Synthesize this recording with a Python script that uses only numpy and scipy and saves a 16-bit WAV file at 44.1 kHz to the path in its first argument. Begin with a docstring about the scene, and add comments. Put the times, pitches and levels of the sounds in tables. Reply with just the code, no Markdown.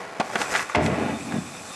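"""Skateboard jump onto a wooden platform

A skateboard rolls down a concrete driveway, clacks over a joint and pops into a jump, a shoe scraping
up the grip tape. It slams onto a hollow wooden platform and rumbles across on its back wheels while
the lifted front wheels spin free. A small, nearly mono microphone hears it from the platform's far end."""
import sys
import numpy as np
from scipy import signal
from scipy.fft import rfft, irfft
from scipy.io import wavfile
from scipy.ndimage import uniform_filter1d

SR = 44100
rng = np.random.default_rng(int(sys.argv[2]) if len(sys.argv) > 2 else 0)


def digitize_waveform(pressure):
    """Quantize a signal to 16-bit integers and store it at the path in sys.argv[1].

    Rows of a 2-D input are taken as channels; values are limited to [-1, 1].
    """
    field = np.atleast_2d(pressure).T
    bounded = np.clip(field, -1, 1)
    quanta = np.round(bounded * 32767).astype(np.int16)
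    wavfile.write(sys.argv[1], SR, quanta)


N = 77175
TIME = np.arange(N) / SR
RING_TIME = TIME[:SR // 3]

# modes of deck and trucks: pitch_hz, level_db, t60_s
DECK_MODES = [(227, 2.5, 0.046), (531, -9.5, 0.061), (694, -3, 0.11), (785, -3.5, 0.034), (878, 4.5, 0.038),
              (1147, 2, 0.049), (1483, 2.5, 0.028), (1702, 2, 0.024), (2017, 6, 0.018), (2390, -5, 0.025),
              (2640, -2, 0.025)]
# modes of the hollow platform: pitch_hz, level_db, t60_s
PLATFORM_MODES = [(88.6, -8.5, 0.35), (160.6, 3, 0.14), (190.3, 0, 0.11), (238.5, 5, 0.082),
                  (283, 2, 0.079), (331.7, -3, 0.082), (426.6, -2, 0.08), (617.4, 1.5, 0.074),
                  (712, 0.5, 0.059), (894, -5.5, 0.044)]
# tone of wheels on concrete and of the board's clatter: freq_hz, gain_db
ROLL_EQ = [(40, -31), (110, -4.5), (230, -1), (400, 3.5), (770, 5.5), (2200, -0.5), (3200, -9.5),
           (7000, -15), (13000, -22.5)]
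# tone of wheels on wood and of the platform's clatter: freq_hz, gain_db
GROWL_EQ = [(100, -21), (300, 4), (430, 2.5), (700, 2), (900, 1), (1500, -5.5), (2100, -2.5), (2700, -6),
            (3400, -17), (6000, -25), (13000, -46)]


def amp(db):
    """Decibels to gain."""
    return 10 ** (np.asarray(db) / 20)


def unit(x):
    """Scales to rms 1."""
    return x / np.sqrt(np.mean(x ** 2) + 1e-20)


def fader(curve, column=1):
    """Gain over time from one dB column; silent before the first point, held after the last."""
    rows = np.array(curve)
    return amp(np.interp(TIME, rows[:, 0], rows[:, column], left=-np.inf))


def decay(t60_s):
    """An envelope that falls 60 dB in t60_s."""
    return amp(-60 * RING_TIME / t60_s)


def add(mix, start_s, sound):
    """Mixes a sound in at start_s."""
    part = mix[round(start_s * SR):][:len(sound)]
    part += sound[:len(part)]


def through(x, response):
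    """Convolves and keeps the length."""
    return signal.fftconvolve(x, response)[:len(x)]


def colour(x, eq, size=4096):
    """Minimum-phase EQ; the result has rms 1."""
    freq_hz, gain_db = np.transpose(eq)
    bins_hz = abs(np.fft.fftfreq(size, 1 / SR))
    log_gain = np.log(amp(np.interp(np.log(bins_hz + 1), np.log(freq_hz), gain_db)))
    spectrum = np.exp(signal.hilbert(log_gain).conj())
    return unit(through(x, np.fft.ifft(spectrum).real[:size // 2]))


def grit(per_s, spread_db):
    """Tiny random impacts of uneven size."""
    sizes = amp(spread_db * np.minimum(rng.exponential(1, N), np.pi))
    return unit(sizes * rng.choice([-1, 1], N) * (rng.random(N) < per_s / SR))


def flutter(rate_hz, depth_db):
    """A gain that wavers at random, up to about rate_hz."""
    rolloff = np.exp(-(np.fft.rfftfreq(N, 1 / SR) / rate_hz) ** 2)
    wobble = irfft(rfft(rng.standard_normal(N)) * rolloff, N)
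    return unit(amp(depth_db * unit(wobble)))


def ring(modes):
    """Dying sines of a struck body."""
    return sum(amp(level_db) * decay(t60_s) * np.sin(2 * np.pi * pitch_hz * RING_TIME)
               for pitch_hz, level_db, t60_s in modes)


def resonate(grains, modes, ring_db):
    """Grains heard directly and through the modes of the body they shake."""
    return grains + amp(ring_db) * unit(through(grains, ring(modes)))


def strike(body, centre_hz, q, attack_samples=256):
    """A blow excites the modes near its centre frequency; the attack has rms 1."""
    sound = signal.lfilter(*signal.iirpeak(centre_hz, q, SR), body)
    return sound / np.sqrt(np.mean(sound[:attack_samples] ** 2))


def air():
    """A faint bed of low rumble and hiss, different left and right."""
    # tone of the bed: freq_hz, gain_db
    air_eq = [(25, 31), (100, 17), (600, -14), (8000, -17), (13000, -6)]
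    return amp(-60) * np.array([colour(noise, air_eq) for noise in rng.standard_normal((2, N))])


def yard_echo(x, level_db=-20.5, predelay_s=0.008, damping_hz=3400):
    """Dull, thin echoes from house and garage."""
    taps = grit(per_s=1300, spread_db=1)[:len(RING_TIME)] * decay(t60_s=0.46) * (RING_TIME > predelay_s)
    tail = signal.lfilter(*signal.butter(1, damping_hz, fs=SR), taps)
    return amp(level_db) * through(x, tail / np.linalg.norm(tail))


def early_reflections(x, lift_above_hz=880):
    """Scattered reflections differ at the two capsules, most in the treble, and add a little width."""
    taps = rng.standard_normal(512)
    bright = x + np.diff(x, prepend=0) * SR / (2 * np.pi * lift_above_hz)
    side = amp(-31) * through(bright, taps / np.linalg.norm(taps))
    return np.array([side, -side])


def bearings():
    """Balls rattle in the races of the lifted wheels; each resonance wavers on its own."""
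    # swell of the free spin: time_s, level_db
    spin_curve = [(.36, -46), (.5, -46), (.78, -49), (.84, -37.5), (.9, -51), (1.2, -45.5), (1.6, -45.5),
                  (1.75, -42)]
    # resonances of the races: pitch_hz, width_hz, level_db
    race_modes = [(1180, 260, 1), (2478, 290, 3.5), (3610, 220, 0), (5760, 1260, -2.5), (7740, 640, 2)]
    # tone of the balls' hiss: freq_hz, gain_db
    hiss_eq = [(700, -18), (1500, -7), (4500, -2.5), (9500, -1), (13000, -9.5)]
    whirr = np.zeros(N)
    for pitch_hz, width_hz, level_db in race_modes:
        envelope = RING_TIME * np.exp(-np.pi * width_hz * RING_TIME)
        ping = envelope * np.sin(2 * np.pi * pitch_hz * RING_TIME)
        rattle = unit(through(grit(per_s=2500, spread_db=2), ping))
        whirr += amp(level_db) * rattle * flutter(rate_hz=17, depth_db=3)
    hiss = colour(grit(per_s=6400, spread_db=2), hiss_eq)
    return fader(spin_curve) * (amp(1) * unit(whirr) + hiss)


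def concrete_roll():
    """Grains of concrete shake wheels and deck."""
    # swell of the roll: time_s, level_db
    roll_curve = [(0, -35), (.06, -37.5), (.18, -37.5), (.295, -35.5), (.335, -33), (.41, -27), (.475, -35),
                  (.505, -30), (.585, -31.5), (.63, -40), (.78, -42)]
    shake = resonate(grit(per_s=3000, spread_db=3), DECK_MODES, ring_db=-19)
    return fader(roll_curve) * colour(shake, ROLL_EQ)


def scrape():
    """The tail drags, then the shoe rasps up the grip tape in small slips that make the deck ring."""
    # strokes of tail and shoe: time_s, rasp_db, fizz_db
    scrape_curve = [(.24, -58, -47.5), (.33, -62, -43), (.42, -30, -32), (.47, -43, -45.5),
                    (.52, -35, -32.5), (.558, -23, -37), (.58, -26, -33.5), (.62, -31.5, -34),
                    (.65, -38.5, -48), (.692, -51, -50), (.70, -36, -41), (.745, -37.5, -69),
                    (.78, -60, -52)]
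    # tone of the midrange rasp: freq_hz, gain_db
    rasp_eq = [(300, -37), (800, -13.5), (1200, 1), (1950, -1.5), (2700, -2.5), (3300, -14.5), (6000, -15),
               (13000, -39)]
    # tone of the fine fizz: freq_hz, gain_db
    fizz_eq = [(300, 3.5), (3000, -9), (5800, 1.5), (7800, 0.5), (10000, -5.5), (13000, -4.5)]
    shake = resonate(grit(per_s=2800, spread_db=3.5), DECK_MODES, ring_db=-6)
    rasp = colour(shake, rasp_eq) * fader(scrape_curve)
    fizz = colour(grit(per_s=6700, spread_db=3.5), fizz_eq) * fader(scrape_curve, column=2)
    slips = flutter(rate_hz=270, depth_db=2.2)
    return slips * (rasp + fizz)


def wood_roll():
    """Loaded wheels growl on the plywood and shake the deck; the hollow box under them booms."""
    # ride across the platform: time_s, boom_db, growl_db
    rumble_curve = [(.745, -56, -58), (.765, -22, -12), (.805, -21.5, -18.5), (.85, -27, -25.5),
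                    (.89, -24, -28), (.975, -29.5, -28), (1.025, -24.5, -29), (1.115, -28.5, -30),
                    (1.15, -33, -35.5), (1.24, -42, -49), (1.29, -34, -42.5), (1.315, -30, -33.5),
                    (1.38, -36, -35.5), (1.41, -40.5, -62), (1.48, -42.5, -56), (1.75, -50, -73)]
    # tone of the hollow boom: freq_hz, gain_db
    boom_eq = [(25, -34), (50, -33.5), (95, -7), (165, -7), (255, 1), (320, 1), (450, -9.5), (3000, -82)]
    box_shake = resonate(grit(per_s=2600, spread_db=1.5), PLATFORM_MODES, ring_db=-11.5)
    deck_shake = resonate(grit(per_s=2600, spread_db=1.5), DECK_MODES, ring_db=-14.5)
    boom = colour(box_shake, boom_eq) * fader(rumble_curve)
    growl = colour(deck_shake, GROWL_EQ) * fader(rumble_curve, column=2)
    return boom + growl


def platform_thumps():
    """The landing and the bumps after it ring the platform and rattle its boards."""
    # blows on the platform: start_s, level_db, centre_hz
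    thumps = [(.7536, -8.5, 725), (.7637, -8.5, 662), (0.768, -14.5, 85.5), (.7847, -10, 680),
              (.7935, -14.5, 340), (.8015, -14, 660), (0.8184, -17, 144), (0.8432, -22, 162),
              (0.8823, -21.5, 477), (1.3224, -30, 220), (1.3388, -22.5, 222.5), (1.3624, -19.5, 217),
              (1.3833, -23, 198)]
    mix, box = np.zeros(N), ring(PLATFORM_MODES)
    for start_s, level_db, centre_hz in thumps:
        clatter = colour(rng.standard_normal(len(RING_TIME)), GROWL_EQ) * decay(t60_s=0.065)
        add(mix, start_s, amp(level_db) * strike(box + clatter, centre_hz, q=3.13))
    return mix


def board_knocks(crack_decay_s=0.0033):
    """Each knock is a short crack, the deck's modes and a dense dying clatter."""
    # blows on the board: start_s, body_db, crack_db, centre_hz
    knocks = [(0.1985, -20, -55, 306), (0.2001, -19, -20, 780), (0.2052, -17.5, -26.5, 880),
              (.2115, -25.5, -29.5, 790), (0.356, -19, -16, 330), (0.3562, -12.5, -15, 1730),
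              (.3575, -18, -33, 780), (.4155, -26, -20, 760), (0.5395, -24, -29, 1430),
              (.5513, -16.5, -23, 1960), (.5605, -25, -19, 1930), (0.5941, -23.5, -33, 1810),
              (0.6973, -27, -58, 1250), (0.7485, -9, -19, 1070), (0.7509, -9, -11.5, 2290),
              (0.7569, -10.5, -9.5, 2400), (0.8615, -27.5, -23, 2020), (1.3225, -30, -39, 1330)]
    mix, deck = np.zeros(N), ring(DECK_MODES)
    for start_s, body_db, crack_db, centre_hz in knocks:
        clatter_noise, crack_noise = rng.standard_normal((2, len(RING_TIME)))
        clatter = amp(7.5) * colour(clatter_noise, ROLL_EQ) * decay(t60_s=0.046)
        body = strike(deck + clatter, centre_hz, q=1.88)
        # tone of the bright crack: freq_hz, gain_db
        crack_eq = [(200, -31), (900, -36), (2300, 7.5), (4000, -1), (7000, -8.5), (10000, -12),
                    (13000, -31)]
        crack = colour(crack_noise, crack_eq) * np.exp(-RING_TIME / crack_decay_s)
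        add(mix, start_s, amp(body_db) * body + amp(crack_db) * crack)
    return mix


def scene():
    """The board in the centre, with its reflections, over faint air."""
    board = board_knocks() + platform_thumps() + concrete_roll() + scrape() + wood_roll() + bearings()
    return air() + board + yard_echo(board) + early_reflections(board)


def record(dry, low_cut_hz=55, soften_hz=10100, cutoff_hz=12300):
    """A small microphone with little bass, a fast limiter, soft overload and a band limit."""
    threshold_db, release_db_per_s, ceiling_db = -14, 143, -8
    mic = signal.lfilter(*signal.butter(2, low_cut_hz, "high", fs=SR), dry)
    mic = signal.lfilter(*signal.butter(2, soften_hz, fs=SR), mic)
    power_db = 10 * np.log10(abs(uniform_filter1d((mic ** 2).mean(0), size=64)) + 1e-12)
    # the limiter grabs each peak and lets go at a steady rate
    release_db = TIME * release_db_per_s
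    held_db = np.maximum.accumulate(power_db + release_db) - release_db
    reduction_db = np.maximum(held_db - threshold_db, 0)
    limited = mic / amp(uniform_filter1d(reduction_db, size=32))
    saturated = limited / (1 + (limited / amp(ceiling_db)) ** 4) ** (1 / 4)
    lowpass = signal.firwin(255, cutoff_hz, window=("kaiser", 9), fs=SR)
    return signal.oaconvolve(saturated, lowpass[None], "same")


dry = scene()
out = record(dry)
digitize_waveform(out)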